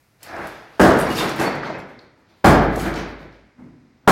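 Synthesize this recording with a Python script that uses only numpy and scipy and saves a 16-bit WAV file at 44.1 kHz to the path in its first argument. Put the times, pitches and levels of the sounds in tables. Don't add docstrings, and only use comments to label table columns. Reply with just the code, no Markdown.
import sys
import numpy as np
from scipy import signal
from scipy.fft import rfft, irfft, next_fast_len
from scipy.io import wavfile

SR = 44100
rng = np.random.default_rng(int(sys.argv[2]) if len(sys.argv) > 2 else 0)


def to_linear_factor(level_db):
    exponent = np.asarray(level_db, float) / 20
    return 10 ** exponent


def unload_wav(signal):
    wavfile.write(
        sys.argv[1],
        SR,
        np.round(np.clip(np.atleast_2d(signal).T, -1, 1) * 32767).astype(np.int16),
    )


N = 181290

# (frequency [Hz], relative density [dB per Hz])
GRIT_COLOUR = [(4000, -38), (6500, 10.5), (9000, 9.5), (12000, 11.5), (16000, 3.5)]


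def unit(x):
    return x / np.sqrt(np.mean(x ** 2) + 1e-20)


def along(points, hz):
    f, v = np.transpose(points)
    return np.interp(np.log(hz + 1), np.log(f + 1), v)


def gains(rows):
    s, *cols = np.transpose(rows)
    return [to_linear_factor(np.interp(np.arange(N) / SR, s, c, -150, -150)) for c in cols]


def peaks(rows, rise_db_per_s, falls_db_per_s):
    s, *cols = np.transpose(rows)
    late_s = np.arange(N) / SR - s[:, None]
    tracks = []
    for peak_db, fall_db_per_s in zip(cols, falls_db_per_s):
        drop_db = np.where(late_s < 0, -rise_db_per_s * late_s, fall_db_per_s * late_s)
        tracks.append(to_linear_factor(peak_db[:, None] - drop_db).max(axis=0))
    return tracks


def onset(t, rise_s):
    return 1 - np.exp(-t / rise_s)


def sine(hz, t):
    return np.sin(2 * np.pi * hz * t)


def filtered(x, response):
    m = next_fast_len(len(x) + 8192)
    return irfft(rfft(x, m) * response(np.fft.rfftfreq(m, 1 / SR)), m)[:len(x)]


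def add(track, s, sound):
    part = track[round(s * SR):][:len(sound)]
    part += sound[:len(part)]


def grains(spectrum, per_s, spread_db):
    draw = rng.random((3, N))
    size_db = spread_db * np.minimum(-np.log(1 - draw[1]), 3)
    size = to_linear_factor(size_db) * np.sign(draw[2] - 0.5)
    hits = size * (draw[0] < per_s / SR)
    return unit(filtered(hits, lambda hz: to_linear_factor(along(spectrum, hz))))


def chips(per_s, cycles):
    # (frequency [Hz], relative level [dB])
    chip_colour = [(2300, -3), (3300, -2), (4700, 0), (6000, -4), (7000, -10)]
    draw = rng.random((int(3000 * N / SR), 4))
    draw = draw[draw[:, 3] < per_s / 3000]
    hz, t = 2300 * 3 ** draw[:, 1:2], np.arange(400) / SR
    size = to_linear_factor(along(chip_colour, hz) + 3 * np.minimum(-np.log(1 - draw[:, 2:3]), 3))
    ring = size * np.exp(-t * hz / cycles) * sine(hz, t)
    at = (draw[:, :1] * N).astype(int) + np.arange(400)
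    return unit(np.bincount(at.ravel(), ring.ravel(), N + 400)[:N])


def air():
    # (frequency [Hz], relative density [dB per Hz])
    tone_colour = [(30, -12), (60, -5), (120, -1), (200, -10.5), (500, -15), (1200, -18.5), (2300, -18.5),
                   (3000, -27), (5000, -26), (8000, -36), (16000, -45.5)]
    tone_db, hiss_db, hiss_fade_db_per_s = -61, -64.5, 16
    tone = filtered(rng.standard_normal(N), lambda hz: to_linear_factor(along(tone_colour, hz)))
    hiss = filtered(rng.standard_normal(N), lambda hz: hz / (hz + 5000))
    hiss_gain = to_linear_factor(hiss_db - hiss_fade_db_per_s * np.arange(N) / SR)
    return to_linear_factor(tone_db) * unit(tone) + hiss_gain * unit(hiss)


def boards():
    # (time [s], thump level [dB], grind level [dB])
    steps = [(3.595, -39.5, -50), (3.67, -45.5, -58), (3.745, -53.5, -64), (3.83, -52, -67),
             (4.05, -51.5, -58)]
    # (centre [Hz], width [Hz], relative level [dB])
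    modes = [(85.3, 59, -11), (139.2, 31, -1.5), (248, 12, 7.5), (330, 49, -18), (411, 66, -21)]
    # (frequency [Hz], relative density [dB per Hz])
    grind_colour = [(300, -24), (500, 0.5), (1200, -5), (2200, -11), (3500, -47), (6000, -51)]
    rise_db_per_s, thump_fall_db_per_s, grind_fall_db_per_s = 700, 91, 200

    def wood(f):
        total = 0
        for k, (centre, width, db) in enumerate(modes):
            total = total + (-1) ** k * to_linear_factor(db) * 1j * f * width / (centre ** 2 - f * f + 1j * f * width)
        return total

    thump, grind = peaks(steps, rise_db_per_s, [thump_fall_db_per_s, grind_fall_db_per_s])
    ringing = unit(filtered(rng.standard_normal(N), wood))
    return thump * ringing + grind * grains(grind_colour, per_s=3200, spread_db=2.5)


def rubble():
    # (time [s], lumps level [dB], chips level [dB])
    scuff = [(.19, -56, -66), (.24, -38.5, -47.5), (.32, -32, -55), (.38, -27, -52.5), (.44, -31.5, -49),
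             (.5, -48.5, -50), (.66, -46.5, -63.5), (.79, -51, -57)]
    # (time [s], lumps level [dB], chips level [dB], grit level [dB])
    falls = [
        [(.995, -22.5, -33, -38), (1.07, -19.5, -40.5, -46.5), (1.11, -45, -34, -36.5), (1.18, -19, -24.5, -30),
         (1.225, -13.5, -37, -36), (1.285, -24, -34.5, -43.5), (1.41, -11, -30.5, -33), (1.53, -25, -41, -61),
         (1.655, -23, -40.5, -60.5), (1.74, -27, -51, -72.5), (1.89, -49.5, -57, -68.5),
         (2.01, -48.5, -65, -74), (2.19, -54, -77.5, -76), (2.3, -54, -60.5, -74), (2.38, -56.5, -65.5, -70)],
        [(2.62, -24, -53.5, -69), (2.73, -25, -45.5, -54.5), (2.8, -24, -35.5, -36), (2.86, -18, -40, -46.5),
         (2.97, -23.5, -35.5, -54.5), (3.08, -34, -52.5, -72), (3.2, -36.5, -55, -83.5),
         (3.33, -51, -61.5, -83)],
    ]
    # (frequency [Hz], relative density [dB per Hz])
    lump_colours = [
        [(30, -29), (100, -6), (350, -1.5), (750, 3.5), (1100, -2), (1600, 0), (2300, -7.5), (2900, -22.5),
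         (5000, -45.5)],
        [(30, -28.5), (80, -21), (140, 4), (330, 3.5), (650, 0.5), (1100, -1), (2200, -6.5), (2900, -24.5),
         (5000, -54.5)],
        [(30, -29.5), (80, -3.5), (140, -1), (330, 0), (650, -3.5), (1100, -7.5), (2200, -10), (2900, -31),
         (5000, -38.5)],
    ]
    settle_db_per_s = [349.5, 262.5, 299]
    gather_db_per_s, scuff_grit_re_chips_db = 398.5, -7.5

    drag, rattle = gains(scuff)
    spells = [[drag, rattle, to_linear_factor(scuff_grit_re_chips_db) * rattle]]
    spells += [peaks(loads, gather_db_per_s, settle_db_per_s) for loads in falls]
    lumps = np.zeros(N)
    for spell, colour in zip(spells, lump_colours):
        lumps += spell[0] * grains(colour, per_s=700, spread_db=4.5)
    _, chip_gain, grit_gain = np.sum(spells, axis=0)
    fines = chip_gain * chips(per_s=1300, cycles=6)
    fines += grit_gain * grains(GRIT_COLOUR, per_s=4700, spread_db=1.0)
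    return lumps, fines


def snaps():
    # (time [s], level [dB], centre [Hz], sharpness of pitch [-])
    pieces = [(0.2292, -27, 10910, 0.26), (.363, -42.5, 5490, 1.1), (0.47, -33.5, 10500, 0.8),
              (0.971, -33.5, 6590, 0.82), (0.987, -23.5, 9270, 0.82), (0.999, -22, 10700, 2),
              (1.0108, -24.5, 9200, 3.1), (1.067, -19.5, 552, 0.8), (1.1035, -39, 4200, 1.2),
              (1.1416, -25.5, 607, 1.1), (1.156, -25.5, 5070, 2.2), (1.2058, -14.5, 887, 0.6),
              (1.251, -20.5, 330, 1.2), (1.2921, -28, 6930, 0.93), (1.3603, -30, 12150, 0.66),
              (1.397, -26.5, 5900, 1), (1.4115, -11.5, 659, 2.1), (1.472, -12.5, 693, 1.7),
              (1.5514, -41, 7950, 0.57), (1.5805, -24, 611, 1.1), (1.6317, -23.5, 1463, 1.7),
              (1.699, -15, 620, 2.2), (1.781, -55, 10000, 1.1), (1.7895, -47.5, 10820, 1.3),
              (1.8, -42.5, 4290, 2), (1.99, -41, 4230, 4.5), (2.7585, -29, 7000, 0.66),
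              (2.7736, -16, 490, 1.3), (2.859, -24.5, 1200, 0.95), (2.939, -32.5, 4170, 0.93),
              (2.957, -31, 4670, 1.1), (3.216, -49.5, 893, 0.85), (3.297, -54, 600, 1)]
    t60_at_1khz_s, shortening_exponent = 0.043, 0.12
    out, t = np.zeros(N), np.arange(SR // 8) / SR
    for s, db, hz, sharp in pieces:
        t60_s = t60_at_1khz_s * (1000 / hz) ** shortening_exponent
        noise = rng.standard_normal(len(t))
        burst = filtered(noise, lambda f: (1 + 1j * sharp * (f / hz - hz / (f + 1))) ** -2)
        add(out, s, to_linear_factor(db - 60 * t / t60_s) * onset(t, 0.001) * unit(burst))
    return out


def clinks():
    # (time [s], frequency [Hz], level [dB], t60 [s])
    shards = [(.97, 5600, -44, .07), (1.072, 2250, -29, .15), (1.066, 5590, -38, .08),
              (1.103, 2880, -28, .15), (1.105, 6600, -44, .12), (1.178, 3645, -21, .16),
              (1.182, 4860, -25, .12), (1.205, 2170, -28, .2), (1.305, 4700, -39, .1),
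              (1.39, 2650, -31, .4), (1.457, 4445, -28, .2), (1.74, 2550, -39, .25), (1.782, 7300, -59, .2)]
    out, t = np.zeros(N), np.arange(SR // 4) / SR
    for s, hz, db, t60_s in shards:
        drift_rad = np.cumsum(rng.standard_normal(len(t))) * 0.015
        tone = np.sin(2 * np.pi * hz * t + drift_rad)
        add(out, s, to_linear_factor(db - 60 * t / t60_s) * onset(t, 0.0025) * tone)
    return out


def hammer():
    # (time [s], level [dB], extra bass weight [dB], extra crunch [dB], crushing time constant [s])
    strikes = [(0.796, -2.5, 4, 3.5, 0.054), (2.443, 3.5, 4.5, 2, 0.029), (4.0754, 2, 0.5, 5.5, 0.021)]
    # (frequency [Hz], relative density [dB per Hz])
    thud_colour = [(30, -18), (80, -8), (160, 3.5), (330, 6.5), (700, 4.5), (1100, -1.5), (1700, -6),
                   (2600, -20.5), (4400, -23.5), (10000, -30.5), (16000, -33.5)]
    blows, near, t = np.zeros(N), np.zeros(N), np.arange(SR) / SR
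    for s, db, weight_db, crunch_db, crush_s in strikes:

        def tilt(hz):
            bass_db = weight_db / (1 + (hz / 250) ** 2)
            treble_db = crunch_db * (1 - 1 / (1 + (hz / 900) ** 2))
            return to_linear_factor(bass_db + treble_db)

        crush = filtered(grains(thud_colour, per_s=6000, spread_db=3.5)[:len(t)], tilt)
        add(blows, s, to_linear_factor(db) * crush * np.exp(-t / crush_s) * onset(t, 0.0012))
        steel_bite = to_linear_factor(db - 8 - 60 * t / 0.016) * onset(t, 0.0013) * sine(1350, t)
        add(near, s, steel_bite)
        floor_shake = to_linear_factor(db - 24 - 60 * t / 0.033) * onset(t, 0.0015) * sine(900, t)
        add(near, s - 0.003, floor_shake)
        grit = grains(GRIT_COLOUR, per_s=2400, spread_db=4.5)[:len(t)]
        add(near, s, to_linear_factor(db - 34.5 - 60 * (t / 0.24) ** 2) * onset(t, 0.0036) * grit)
        wall_sway = to_linear_factor(db - 26 - 60 * t / 0.99) * onset(t, 0.075) * sine(52, t)
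        add(near, s, wall_sway)
    return blows, near


def room(x, boom_db):
    # (frequency [Hz], t60 [s])
    band_t60 = [(60, 0.64), (250, 1), (1000, 0.69), (2200, 0.91), (4500, 0.54), (8000, 0.25), (14000, 0.17)]
    # (frequency [Hz], relative level [dB], t60 [s])
    standing = [(51.78, 0.5, 1.4), (83.8, -0.5, 0.42), (116.2, -9.5, 1.25), (146.5, -3, 0.55),
                (195, -5, 0.44), (251.7, -15.5, 0.63), (331.7, -1.5, 0.38), (421.4, -16, 0.23)]
    late = np.pad(x, (380, 0))[:N]
    hz, frame_s, z = signal.stft(late, SR, nperseg=512)
    keep = to_linear_factor(-120 * frame_s[1] / along(band_t60, hz))
    energy = (1 - keep[:, None]) * np.abs(z) ** 2
    for k in range(1, len(frame_s)):
        energy[:, k] += keep * energy[:, k - 1]
    noise = signal.stft(rng.standard_normal(N), SR, nperseg=512)[2]
    lingering = np.sqrt(energy / np.mean(np.abs(noise) ** 2)) * noise
    diffuse = signal.istft(lingering, SR, nperseg=512)[1][:N]
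    t = np.arange(SR) / SR
    waves = sum(to_linear_factor(db - 60 * t / t60_s) * sine(f, t) for f, db, t60_s in standing)
    return diffuse + to_linear_factor(boom_db) * signal.fftconvolve(x, waves)[:N]


def scene():
    background, floor = air(), boards()
    lumps, fines = rubble()
    cracks, rings = snaps(), clinks()
    blows, near = hammer()
    direct = to_linear_factor(-2.5) * floor + to_linear_factor(-10.5) * lumps + to_linear_factor(-2.5) * fines
    direct += cracks + rings + to_linear_factor(-4.0) * blows + near
    sent = to_linear_factor(-3.0) * floor + to_linear_factor(-1.5) * lumps + to_linear_factor(0.5) * fines
    sent += to_linear_factor(-4.5) * cracks + to_linear_factor(-9.5) * rings + to_linear_factor(-1.0) * blows
    return (direct + room(sent, boom_db=-50.5) + background)[None]


def roll_off(x):
    return signal.sosfilt(signal.butter(12, 15890, fs=SR, output="sos"), x)


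def record(dry):
    thin = filtered(dry[0], lambda hz: (1j * hz / (1j * hz + 35)) ** 2)
    clipped = thin / (1 + np.abs(thin / 0.76) ** 2.6) ** (1 / 2.6)
    dull = filtered(clipped, lambda hz: (hz < 15850) / (1 + 1j * hz / 9000))
    return roll_off(dull[None])


dry = scene()
out = record(dry)
unload_wav(out)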